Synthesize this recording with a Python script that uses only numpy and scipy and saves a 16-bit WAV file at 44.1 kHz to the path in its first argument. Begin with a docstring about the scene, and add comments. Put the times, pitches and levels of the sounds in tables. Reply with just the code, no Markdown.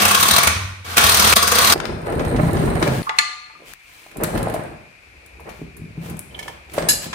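"""In a garage, under a raised car: an impact wrench hammers a bolt in bursts of swelling, ringing rattle.
Close by, a creeper rolls and thumps over a studded rubber floor: contact noise that follows its movement.
Clothes rustle as swelling noise; steel tools clink and tick as fading modes and bursts; low tones boom.
The room answers with a diffuse tail that stops dead at set moments, over a faint hiss and a late hum.
In the stereo pickup the noises are least alike in the middle range, and the loudest peaks clip."""
import sys
import numpy as np
from scipy import signal
from scipy.fft import rfft, irfft, next_fast_len
from scipy.io import wavfile

SR = 44100
rng = np.random.default_rng(int(sys.argv[2]) if len(sys.argv) > 2 else 0)


def convert_level_to_amplitude(level_db):
    """Map a level in decibels to its linear amplitude factor."""
    exponent = np.asarray(level_db, float) / 20
    return 10 ** exponent


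def wav_out(sig):
    """Save sig, one row per channel (or a flat mono array), as 16-bit PCM at SR to the path in sys.argv[1]."""
    wavfile.write(sys.argv[1], SR, np.round(np.clip(np.atleast_2d(sig).T, -1, 1) * 32767).astype(np.int16))


N = 314874
T = np.arange(N) / SR

# bounds of the stretches of time; tails and booms stop dead at each: time [s]
STOPS_S = [0, .845, 1.34, 1.7385, 3.02, 3.74, 7.2]

# hammer blows: (time [s], strength [dB], clang centre [Hz], relative underbody ring [dB])
BLOWS = [(0.0182, -9, 2850, 4.5), (0.0518, -5, 2650, 1), (.082, -11.5, 2900, -19), (0.11, -11, 2530, 14),
         (0.146, -5, 3350, 8), (0.171, -26.5, 3600, -2), (0.201, -12, 4000, -12), (0.2285, -4, 3770, 6),
         (0.256, -16, 3300, 11), (0.283, -10, 4180, -1), (0.31, -4.5, 3950, -1), (0.3357, -10.5, 4000, 13),
         (0.363, -5, 4320, -7), (0.383, -3.5, 2260, 3), (0.432, -8.5, 2270, 8), (0.472, -3, 2240, -7),
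         (0.9692, -7, 2500, -10), (0.98, 1, 3140, -17), (1.008, -21, 3460, 10), (1.039, -5, 4200, -16),
         (1.0637, -10.5, 3890, -6), (1.0923, -5.5, 4160, -3), (1.118, -11, 4400, -1),
         (1.145, -7.5, 5770, -5), (1.17, -10, 4230, -16), (1.1966, -4, 5970, -24), (1.2207, -12, 4300, -12),
         (1.245, -6, 3670, 5), (1.272, -10.5, 5740, -6), (1.2954, -12, 4170, -7.5), (1.3256, -4, 2610, 2),
         (1.359, -10.5, 4540, -11), (1.3658, -6.5, 4050, 11.5), (1.4262, -10.5, 4650, 15.5),
         (1.474, -10, 6000, -1), (1.517, -8.5, 6600, 13.5), (1.551, -12.5, 4560, -4),
         (1.5847, -5.5, 4600, 12), (1.615, -16, 4100, 14), (1.644, -12, 4220, 4), (1.672, -11.5, 4070, -7),
         (1.6986, -7.5, 4280, 9), (1.723, -5.5, 4850, -4)]
# colour of the hammered steel: (frequency [Hz], relative level [dB])
STEEL_COLOUR = [(88, -14), (150, -13.5), (205, -6), (359, -14.5), (462, -6.5), (540, -8.5), (860, -7.5),
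                (1130, -2.5), (1980, -8.5), (3980, -10.5), (5230, -14), (9180, -18.5), (12500, -18),
                (13800, -10), (15500, -20.5)]
# underbody resonances: (frequency [Hz], width [Hz], relative level [dB])
UNDERBODY_MODES = [(481, 40, -7.5), (701, 22, -7.5), (1082, 16, -3.5), (1131.5, 47, 1.5), (1210, 37, -23),
                   (1410, 80, -19)]
# motor and gears between blows, one list a stretch; the second is the spin-up before the middle burst:
# (time [s], level [dB])
MOTOR_LEVEL = [
    [(0.0, -13), (0.274, -31.5), (0.368, -38), (0.52, -45)],
    [(0.845, -33.5), (0.923, -27), (0.965, -30.5)],
    [(0.965, -23), (1.013, -17), (1.087, -18), (1.147, -21.5), (1.227, -18.5), (1.34, -16.5)],
    [(1.34, -36), (1.582, -17.5), (1.7385, -17.5)],
]
USUAL_BLOW_DB = -8
SWELL_S, SWELL_DB_PER_DB = .0036, -0.67  # swell of a usual blow; harder blows are briefer
JINGLE_DB, JINGLE_DB_PER_DB = 2, -0.44  # socket jingle in a usual blow; it grows less than the blow does

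# how the garage tail dies: (frequency [Hz], time to fall 60 dB [s])
GARAGE_T60 = [(60, 1), (300, 0.44), (1200, 0.76), (4000, 0.73), (9000, 0.44), (15000, 0.045)]
# floor pan set booming: (time [s], pitch [Hz], level [dB], time to fall 60 dB [s])
BOOMS = [(0.028, 92.6, -26, 0.6), (0.191, 96, -27, 0.28), (0.319, 82, -20, 0.15),
         (0.461, 81.4, -21.5, 0.69), (.56, 94.4, -23, 1), (.85, 88.2, -33, 2.2), (.975, 93, -33, 0.083),
         (1.036, 85, -21.5, 1.03), (1.18, 78.7, -26, 3), (1.338, 84, -18, 0.091), (1.381, 81.3, -31.5, 4.5),
         (1.66, 93.5, -27, .4)]
BOOM_RISE_S = 0.0049

# how hard creeper and body move, one list a stretch: (time [s], level [dB])
MOVEMENT = [
    [(1.7385, -26), (1.776, -30.5), (1.86, -29.5), (2.0, -36.5), (2.076, -24), (2.186, -24.5),
     (2.62, -22.5), (2.908, -22.5), (2.958, -31), (3.02, -40)],
    [(3.02, -54), (3.048, -44), (3.146, -60), (3.424, -67), (3.518, -63), (3.642, -49), (3.74, -70)],
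    [(3.74, -80), (3.99, -72), (4.15, -45.5), (4.23, -21.5), (4.29, -32.5), (4.36, -23.5), (4.55, -28.5),
     (4.67, -37), (4.81, -56), (4.95, -61.5), (5.25, -53.5), (5.38, -52), (5.49, -35.5), (5.57, -56),
     (5.66, -63), (5.95, -52.5), (6.05, -40), (6.12, -37), (6.25, -58), (6.36, -41.5), (6.49, -42.5),
     (6.55, -54.5), (6.67, -55), (6.78, -26.5), (6.89, -29), (7.02, -62), (7.06, -38), (7.14, -47)],
]
FULL_MOVE_DB = -22
# rumble, rattle, cloth, caster in turn: (level at full movement [dB], gain per dB of movement [dB])
MOVEMENT_GAIN = [(-27, 0.97), (-22, 1), (-46, 0.5), (-39.5, 1.26)]
# colour of wheels on studs: (frequency [Hz], relative level [dB])
RUMBLE_COLOUR = [(15, -14), (25, 9), (69, 1.5), (166, 4), (227, 5), (260, 1.5), (303, -5), (400, 0),
                 (520, -14), (880, -120)]
# colour of the creeper frame: (frequency [Hz], relative level [dB])
RATTLE_COLOUR = [(150, -23), (250, -10), (301, -3), (580, -0.5), (1240, -13), (1820, -15), (3000, -29.5),
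                 (3900, -61), (6600, -120)]
# colour of rubbing cloth: (frequency [Hz], relative level [dB])
CLOTH_COLOUR = [(1650, 2), (2800, 3), (5330, -4), (8430, -3), (11600, -5), (12600, 4), (14200, 1),
                (15500, 4.5)]
# caster resonances: (frequency [Hz], width [Hz], relative level [dB])
CASTER_MODES = [(4000, 510, -2.5), (8850, 370, 4), (13000, 1600, -8)]
# weight lurching onto the wheels: (time [s], top level [dB], length [s])
LURCHES = [(1.776, -29, .05), (1.9, -27, 0.089), (2.186, -22.5, 0.1), (2.368, -18, 0.058),
           (2.62, -18, 0.13), (2.858, -23.5, 0.094), (2.99, -19, 0.02), (4.18, -28, 0.017),
           (4.36, -25.5, 0.044), (4.71, -36.5, .05), (5.62, -30.5, 0.021), (5.83, -37, 0.069),
           (5.98, -27.5, 0.011), (6.12, -35.5, 0.081), (6.92, -33.5, 0.062)]
# cloth rubbing: (time [s], top level [dB], length [s])
RUSTLES = [(1.776, -43, 0.024), (2.446, -34.5, 0.063), (2.62, -34.5, 0.11), (2.858, -30, 0.057),
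           (2.958, -29.5, 0.059), (3.048, -37, .04), (3.2, -34, 0.03), (3.7, -37, 0.043), (3.99, -43, 0.16),
           (4.36, -36, 0.034), (5.57, -48, 0.07), (6.07, -38, 0.057), (6.45, -41.5, 0.094),
           (6.78, -32, 0.057), (7.04, -26.5, 0.023)]

# wheels and elbows thumping: (time [s], peak [dB], pitch [Hz], decay [cycles])
THUMPS = [(2.139, -12.5, 456, 2.6), (2.266, -8.5, 88.8, 0.5), (2.41, -17, 167, 1.4), (2.434, -3, 158, 0.92),
          (2.463, -12, 134, 0.9), (2.537, -15, 470, 2.9), (2.6, -13, 172, 0.45), (2.824, -10, 328, 2.4),
          (2.881, -14, 131, 5.1), (3.621, -33, 523, 2.4), (4.064, -29.5, 710, 0.81), (4.239, -13, 180, 1.7),
          (4.348, -18.5, 190, 3.7), (4.387, -26, 129, 1.3), (4.427, -14, 178, 1.6), (4.472, -6.5, 654, 1.3),
          (4.544, -11, 637, 3.1), (5.397, -33, 940, 3.3), (5.489, -21, 672, 0.75), (5.616, -20, 305, 0.43),
          (5.819, -21, 166, 1.2), (5.977, -18, 171, 2.2), (6.058, -21.5, 171, 2.3), (6.111, -17, 180, 0.77),
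          (6.159, -32, 156, 1.8), (6.482, -17.5, 1070, 0.65), (6.78, -3, 564, 2.1), (6.799, -21, 473, 1.1),
          (6.869, -17, 650, 2.5), (7.065, -20, 190, 1.2)]
# dry ticks and snaps: (time [s], body peak [dB], snap over body [dB], time to fall 60 dB [s],
# left minus right [dB])
TICKS = [(1.7777, -24, -12, 0.02, -14), (1.801, -14, -36, 0.023, 5), (1.8544, -14, -11, 0.015, 7),
         (2.0673, -33, -1, .026, -4), (2.1236, -32, 0, .063, 2), (2.1941, -22.5, -8, 0.072, -2),
         (2.2494, -24.5, -2, 0.036, -5), (2.3628, -20.5, -11, 0.064, -4), (2.532, -30.5, 10, .029, -4),
         (2.569, -25, -10, .03, -4), (2.754, -23, -6, 0.035, -5), (2.826, -11, -42, 0.05, 4),
         (2.8766, -15.5, -4, .03, 2), (3.736, -32, 4.5, 0.0044, 24.5), (4.1138, -34.5, -5, 0.035, -3),
         (4.1699, -37.5, 12.5, 0.029, 0), (4.209, -37, 2, 0.052, -2), (4.2355, -18, 13, 0.033, 0.5),
         (4.2437, -20, -14, .03, 7), (4.376, -19, -2.5, 0.057, -3), (4.429, -26.5, 9.5, 0.019, 1),
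         (4.4985, -29, 3, .04, -1), (4.5392, -27.5, 6, 0.1, 1), (5.261, -44.5, 9, .033, 3),
         (5.401, -48, 8, .043, 7), (5.492, -36, -2, 0.12, 10), (5.767, -42.5, 10, .05, 0),
         (6.098, -33.5, 8, 0.046, 4.5), (6.1685, -40, 10, 0.033, 6), (6.1924, -30, 16.5, 0.013, 4),
         (6.698, -34, -21, .03, 2), (6.7358, -32, 5, 0.16, -3), (6.783, -17, -30, 0.05, -5),
         (6.8237, -18, -14, 0.021, 0), (7.1296, -18, -18, 0.12, 0)]
# tick body centre, highest near -30 dB, lower for fainter and louder ticks: (body peak [dB], centre [Hz])
TICK_BODY = [(-56, 1050), (-30, 1870), (-16, 1310)]

# small steel parts chiming: (time [s], pitch [Hz], level [dB], time to fall 60 dB [s])
CHIMES = [(3.025, 10430, -38.5, 0.21), (6.775, 8540, -37.5, 0.97)]
# steel bar struck: (time [s], peak [dB], favoured centre [Hz], spread [octaves], left minus right [dB])
BAR_HITS = [(3.028, -29.5, 2540, 0.97, 12), (3.066, -23, 1150, 0.26, -1), (3.093, -11, 1370, 1.1, 7),
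            (3.186, 0.5, 3450, 0.87, 2.5), (3.499, -37.5, 1190, 0.602, 5), (3.549, -38.5, 1183, 0.26, 1)]
# modes of the bar: (frequency [Hz], relative level [dB], time to fall 60 dB [s])
BAR_MODES = [(740, -3.5, 0.72), (885, 11.5, 0.14), (1070, -1.5, 0.35), (1200, 7.5, 0.37), (1415, -6, 0.4),
             (1731, 2, 0.13), (1990, -5, 0.27), (2005, 0.5, 0.17), (2096, -3, 0.3), (2220, -12, 0.14),
             (2400, -11.5, 0.13), (2550, -17, 0.2), (2880, -16.5, 0.39), (3450, -21, 0.16),
             (3670, -32.5, 0.24), (4230, -21, 0.25), (4280, -6, 0.07), (4480, -11, 0.12), (5700, -35, 0.36),
             (6500, -23.5, .3), (6500, -19, 0.24), (7000, -7, 0.31), (7540, -25, 0.23), (8230, -11.5, 0.24),
             (9100, -7.5, 0.15)]
# socket struck: (time [s], peak [dB], favoured centre [Hz], spread [octaves], left minus right [dB])
SOCKET_HITS = [(6.307, -43, 3180, 0.39, -6), (6.344, -28, 3150, 0.29, -5), (6.389, -21.5, 3520, 1.75, -5),
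               (6.426, -26, 4200, 1.35, 2.5), (6.478, -21.5, 2400, 2.6, -1)]
# modes of the socket: (frequency [Hz], relative level [dB], time to fall 60 dB [s])
SOCKET_MODES = [(800, -0.5, 0.033), (940, -1.5, 0.04), (1757, -4.5, 0.068), (2210, -2.5, 0.023),
                (3090, -5, 0.022), (3300, -13.5, 0.018), (4200, -29, 0.067), (5200, -19.5, 0.14),
                (6600, -22, .09), (8200, -23, .07), (9100, -23, 0.086), (10350, -23, 0.06)]
# spanner struck: (time [s], peak [dB], favoured centre [Hz], spread [octaves], left minus right [dB])
SPANNER_HITS = [(6.8858, -1, 7000, 2.3, 0.0)]
# modes of the spanner: (frequency [Hz], relative level [dB], time to fall 60 dB [s])
SPANNER_MODES = [(1712, 10, 0.076), (2835, -2, 0.25), (4122, 0, 0.3), (4090, -9, 0.81), (4711, -1, 0.48),
                 (5238, 3, .35), (5500, -8, 0.25), (6455, -15.5, .3), (6660, -21, 0.33), (6850, 0, 0.3),
                 (6695, -2, 0.3), (7297, -3, 0.42), (7600, -10.5, .3), (7839, -2, 0.5), (8300, -10.5, 0.25),
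                 (8500, -7, 0.25), (8800, -7.5, 0.22), (9100, -2, .3), (9846, -8, .4), (10200, -13, .3),
                 (10580, 2.5, 0.26), (11200, -12.5, .3), (11349, 0, 0.19), (11510, 3, 0.15),
                 (14600, -15.5, 0.14), (14660, -19.5, .15)]

# one low hum: (start [s], pitch [Hz], width of each filter pass [Hz], level [dB])
HUM = (5, 66.5, 25, -48)
# colour of the hiss: (frequency [Hz], relative level [dB])
HISS_COLOUR = [(18, -39), (30, 9), (64, 0), (270, -27), (532, -20), (1080, -10.5), (1970, -4), (2420, 5),
               (3070, -13.5), (4540, -15.5), (5740, -20), (11000, -24.5), (12600, -15), (14000, -38),
               (15500, -78)]
HISS_DB = -47.5

# likeness of the two channels: (frequency [Hz], likeness [0 to 1])
CHANNEL_LIKENESS = [(60, 1), (130, 0.84), (290, 0.9), (640, 0.32), (5000, 0.18), (9500, 0.25),
                    (12000, 0.61), (16000, 1)]
# phase lead of the left channel: (frequency [Hz], lead [radians])
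LEFT_LEAD = [(0, -0.5), (400, 0.5), (800, 1.52), (7500, 15.5), (10800, -1), (12300, -3), (15300, -9)]
# difference in colour of the two channels: (frequency [Hz], left minus right [dB])
CHANNEL_COLOUR = [(60, 2), (110, -2), (200, 3), (380, -1), (700, 0.5), (1290, 1), (2380, -1), (4400, 4.5),
                  (8120, 0), (15000, -2)]


def unit(x):
    """Scales to rms 1."""
    return x / np.sqrt(np.mean(x ** 2))


def peak(x):
    """Scales the mean of both channels to peak 1."""
    return x / np.abs(x.mean(axis=0)).max()


def on_log(hz, table):
    """Reads a (frequency [Hz], value) table on a log-frequency axis."""
    at, value = np.transpose(table)
    return np.interp(np.log(hz + 1), np.log(at + 1), value)


def colour(x, table):
    """Causal filter with the (frequency [Hz], level [dB]) shape, from the folded cepstrum."""
    gain = convert_level_to_amplitude(on_log(np.fft.rfftfreq(4096, 1 / SR), table))
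    cepstrum = irfft(np.log(gain))
    # folding onto positive time gives minimum phase
    cepstrum[1:2048] *= 2
    cepstrum[2049:] = 0
    response = irfft(np.exp(rfft(cepstrum)))
    response = response.reshape((1,) * (x.ndim - 1) + (-1,))
    return signal.oaconvolve(x, response, axes=-1)[..., :x.shape[-1]]


def ring(x, modes):
    """Sum of (frequency [Hz], width [Hz], level [dB]) resonances driven by x."""
    return sum(convert_level_to_amplitude(db) * signal.lfilter(*signal.iirpeak(hz, hz / width, fs=SR), x)
               for hz, width, db in modes)


def track(curves):
    """Level in dB along curves that each cover their own stretch of time; -120 dB elsewhere."""
    out = np.full(N, -120.)
    for rows in map(np.array, curves):
        inside = (T >= rows[0, 0]) & (T <= rows[-1, 0])
        out[inside] = np.interp(T[inside], rows[:, 0], rows[:, 1])
    return out


def swells(rows):
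    """Gain that rises and falls as a bell around each row; overlapping bells add in power."""
    return np.sqrt(sum(convert_level_to_amplitude(2 * db) * np.exp(-((T - s) / length) ** 2 * 2) for s, db, length in rows))


def add(out, s, sound, pan_db=0.):
    """Mixes a short sound in at s seconds, pan_db louder on the left than on the right."""
    i = int(s * SR)
    n = min(sound.shape[-1], N - i)
    out[:, i:i + n] += convert_level_to_amplitude(np.array([[pan_db], [-pan_db]]) / 2) * sound[..., :n]


def stereo(pair):
    """Blends two unrelated signals into two channels: phase-shifted, least alike in the middle range."""
    size = next_fast_len(pair.shape[1] + 64)
    hz = np.fft.rfftfreq(size, 1 / SR)
    like = np.clip(on_log(hz, CHANNEL_LIKENESS), 0, 1)
    right, other = rfft(pair, size)
    lead = np.exp(1j * np.interp(hz, *np.transpose(LEFT_LEAD)))
    left = like * right * lead + np.sqrt(1 - like ** 2) * other
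    return irfft([left, right], size)[:, :pair.shape[1]]


def grains(per_s, spread_db):
    """Contacts at random instants, of uneven size, in both channels."""
    hit = rng.random((2, N)) < per_s / SR
    size = convert_level_to_amplitude(spread_db * np.minimum(rng.exponential(size=N), 4))
    return stereo(hit * size * rng.standard_normal((2, N)))


def hiss():
    """Steady coloured noise that leans left."""
    noise = stereo(rng.standard_normal((2, N)))
    return convert_level_to_amplitude(HISS_DB + np.array([[2.2], [-2.2]])) * unit(colour(noise, HISS_COLOUR))


def wrench():
    """Each blow swells and dies as a rattle of hammer, anvil and socket; gears whirr on."""
    t = np.arange(int(.08 * SR)) / SR
    steel = unit(colour(grains(9000, 2.5), STEEL_COLOUR))
    shake = unit(grains(6000, 0.64))
    jingle = unit(ring(grains(8100, 2.0), [(6320, 640, -5.0), (9220, 1600, -3.0), (14000, 3500, 2.8)]))
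    gears = unit(colour(grains(9000, 1.35), STEEL_COLOUR))
    whirr = gears + convert_level_to_amplitude(-9.5) * unit(ring(shake, UNDERBODY_MODES))
    out = convert_level_to_amplitude(track(MOTOR_LEVEL)) * whirr
    for s, db, hz, body_db in BLOWS:
        harder_db = db - USUAL_BLOW_DB
        swell_s = SWELL_S * convert_level_to_amplitude(SWELL_DB_PER_DB * harder_db)
        jingle_db = JINGLE_DB + JINGLE_DB_PER_DB * harder_db
        start = s - .012
        now = slice(int(start * SR), int(start * SR) + len(t))
        # loose parts chatter before the full blow lands and after it
        late = (t + start - s - swell_s) / swell_s
        rattle = np.where(late < 0, np.exp(-late ** 2 / 1.78), np.exp(-late / 2.1))
        # the socket seats differently at each blow, so its clang shifts
        clang = ring(steel[:, now] * rattle, [(hz, 0.14 * hz, 6)])
        rest = steel[:, now] + convert_level_to_amplitude(jingle_db) * jingle[:, now]
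        # the underbody rings on after the blow has passed
        body = convert_level_to_amplitude(body_db + 8.5) * ring(shake[:, now] * rattle, UNDERBODY_MODES)
        add(out, start, convert_level_to_amplitude(db - 3.5) * (clang + body + rattle * rest))
    return out


def garage(x, wet_db):
    """Adds a diffuse tail, shaped band by band in frequency; it stops dead at each of STOPS_S."""
    t, tail = np.arange(int(.8 * SR)) / SR, 0
    for hz in 50 * 2 ** np.arange(0, 8.4, .5):
        band = ring(rng.standard_normal((2, len(t))), [(hz, hz / 2.5, 0)])
        tail = tail + band * 1000 ** (-t / on_log(hz, GARAGE_T60))
    tail = stereo(tail * np.minimum(t / 0.0016, 1))
    tail = convert_level_to_amplitude(wet_db) * tail / np.sqrt((tail ** 2).sum(axis=1, keepdims=True))
    edges = (np.array(STOPS_S) * SR).astype(int)
    stretches = []
    for a, b in zip(edges, edges[1:]):
        direct = x[:, a:b]
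        wet = signal.fftconvolve(direct, tail, axes=1)[:, :min(b, N) - a]
        stretches.append(direct + wet)
    return np.hstack(stretches)


def booms():
    """The floor pan swings up and fades after a shove; each boom stops dead at the next of STOPS_S."""
    out = np.zeros((2, N))
    waver = 1 + 0.39 * unit(ring(rng.standard_normal(N), [(11, 24, 0)]))
    for s, hz, db, t60 in BOOMS:
        stop = min(j for j in STOPS_S if j > s + .004)
        t = np.arange(int((stop - s) * SR)) / SR
        envelope = (1 - np.exp(-t / BOOM_RISE_S)) * 1000 ** (-t / t60)
        add(out, s, convert_level_to_amplitude(db) * np.sqrt(2) * envelope * np.sin(2 * np.pi * hz * t))
    return out * waver


def moving():
    """Wheels bump over the studs, the frame rattles, cloth rubs, casters hiss."""
    rumble = colour(grains(300, 0.76), RUMBLE_COLOUR)
    # slow random swings in dB make the rattle lumpy and the casters judder
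    lumps = convert_level_to_amplitude(3.46 * unit(ring(rng.standard_normal(N), [(17.6, 11.6, 0)])))
    rattle = colour(grains(2500, 1.9) * lumps, RATTLE_COLOUR)
    cloth = colour(grains(6000, 2.9), CLOTH_COLOUR)
    judder = convert_level_to_amplitude(5.4 * unit(ring(rng.standard_normal(N), [(6.7, 30, 0)])))
    caster = ring(grains(6300, 1.5) * judder, CASTER_MODES) * convert_level_to_amplitude([[-1.5], [1.5]])
    effort_db = track(MOVEMENT) - FULL_MOVE_DB
    rumble_gain, rattle_gain, cloth_gain, caster_gain = [
        convert_level_to_amplitude(db + per_db * effort_db) for db, per_db in MOVEMENT_GAIN]
    mix = np.hypot(rumble_gain, swells(LURCHES)) * unit(rumble)
    mix = mix + rattle_gain * unit(rattle)
    mix = mix + np.hypot(cloth_gain, swells(RUSTLES)) * unit(cloth)
    mix = mix + caster_gain * unit(caster)
    started = T > MOVEMENT[0][0][0]
    return started * mix


def knocks():
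    """Thumps are short, dying swings; ticks are short bursts with a dull body and a bright snap."""
    out, t = np.zeros((2, N)), np.arange(int(.12 * SR)) / SR
    for s, db, hz, cycles in THUMPS:
        envelope = np.exp(-t * hz / max(cycles, .3)) * np.minimum(t * hz / 0.27, 1)
        swing = np.sin(2 * np.pi * hz * t) * envelope
        add(out, s, -convert_level_to_amplitude(db) * swing / np.abs(swing).max())
    for s, db, snap_db, t60, pan_db in TICKS:
        hz = np.interp(db, *np.transpose(TICK_BODY))
        burst = stereo(rng.standard_normal((2, len(t))) * 1000 ** (-t / max(t60, .003)))
        body = ring(burst, [(hz, 0.74 * hz, 0)])
        snap = colour(burst, [(4000, -30.5), (7500, 1.5), (11000, 7)])
        add(out, s, convert_level_to_amplitude(db) * (peak(body) + convert_level_to_amplitude(snap_db) * peak(snap)), pan_db)
    return out


def chimes():
    """Lone thin tones that fade."""
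    out, t = np.zeros((2, N)), np.arange(int(.4 * SR)) / SR
    for s, hz, db, t60 in CHIMES:
        add(out, s, convert_level_to_amplitude(db) * np.sin(2 * np.pi * hz * t) * 1000 ** (-t / t60))
    return out


def clinks(hits, modes, crack_db, buzz_db, crack_s, swell_s, split_hz):
    """Each hit starts the modes afresh with a crack; the spot that is struck favours some of them."""
    out, t = np.zeros((2, N)), np.arange(int(.6 * SR)) / SR
    hz, db, t60 = np.transpose(modes)[:, :, None]
    grid = 200 * 2 ** np.arange(0, 7, .25)
    for s, peak_db, spot_hz, octaves, pan_db in hits:
        favour = np.transpose([grid, -4.3 * (np.log2(grid / spot_hz) / octaves) ** 2])
        # random level, phase, split and throb phase of each mode
        luck = rng.standard_normal((4, 2, len(modes), 1))
        # every mode is a close pair, so it throbs as it fades
        throb = 1 + .9 * np.cos(2 * np.pi * (split_hz * luck[2, :1] * t + luck[3]))
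        fade = convert_level_to_amplitude(db + 1.5 * luck[0] + on_log(hz, favour)) * 1000 ** (-t / t60)
        tone = (throb * fade * np.sin(2 * np.pi * (hz * t + 0.19 * luck[1]))).sum(axis=1)
        crack = colour(stereo(rng.standard_normal((2, len(t))) * np.exp(-t / crack_s)), favour)
        # the chattering contact also drives the modes, as broad rough bands
        buzz = ring(crack, [(f, 0.025 * f, level) for f, level, _ in modes])
        sound = peak(tone) + convert_level_to_amplitude(crack_db) * peak(crack) + convert_level_to_amplitude(buzz_db) * peak(buzz)
        sound = sound * np.sin(np.pi / 2 * np.minimum(t / swell_s, 1))
        add(out, s, convert_level_to_amplitude(peak_db) * peak(sound), pan_db)
    return out


def hum():
    """A faint, unsteady low tone, noise through two equal resonances, that fades in."""
    s, hz, width, db = HUM
    tone = ring(ring(rng.standard_normal(N), [(hz, width, 0)]), [(hz, width, 0)])
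    return convert_level_to_amplitude(db) * unit(tone) * np.clip((T - s) / 0.097, 0, 1)


def scene():
    """The wrench fills the garage; the nearer sounds are drier; booms, hiss and hum stay without tail."""
    bar = clinks(BAR_HITS, BAR_MODES, crack_db=2.9, buzz_db=2.5,
                 crack_s=0.0049, swell_s=0.0011, split_hz=44)
    socket = clinks(SOCKET_HITS, SOCKET_MODES, crack_db=-2, buzz_db=0,
                    crack_s=0.0071, swell_s=0.0066, split_hz=25)
    spanner = clinks(SPANNER_HITS, SPANNER_MODES, crack_db=0.12, buzz_db=1.5,
                     crack_s=0.03, swell_s=0.0046, split_hz=11.6)
    mix = garage(wrench(), wet_db=-4)
    mix = mix + garage(moving() + knocks(), wet_db=-5.5)
    mix = mix + garage(bar + socket, wet_db=-11)
    mix = mix + garage(spanner + chimes(), wet_db=-12)
    return mix + booms() + hiss() + hum()


def top_cut(x):
    """Nothing passes above the cut-off."""
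    return signal.sosfilt(signal.butter(12, 15740, fs=SR, output="sos"), x)


def record(dry):
    """The channels differ in colour, deep bass falls away, a gap lies near 12.7 kHz, loud peaks clip."""
    left = colour(dry[0], np.array(CHANNEL_COLOUR) * [1, .5])
    right = colour(dry[1], np.array(CHANNEL_COLOUR) * [1, -.5])
    recording_colour = [(20, -33), (45, -4.5), (70, -2.0), (11600, -1.0), (12200, -12.0), (12450, -36),
                        (12900, -54), (13150, -3.5), (13500, -7)]
    mix = colour(np.array([left, right]), recording_colour)
    return top_cut(np.clip(mix, -1, 1))


dry = scene()
out = record(dry)
wav_out(out)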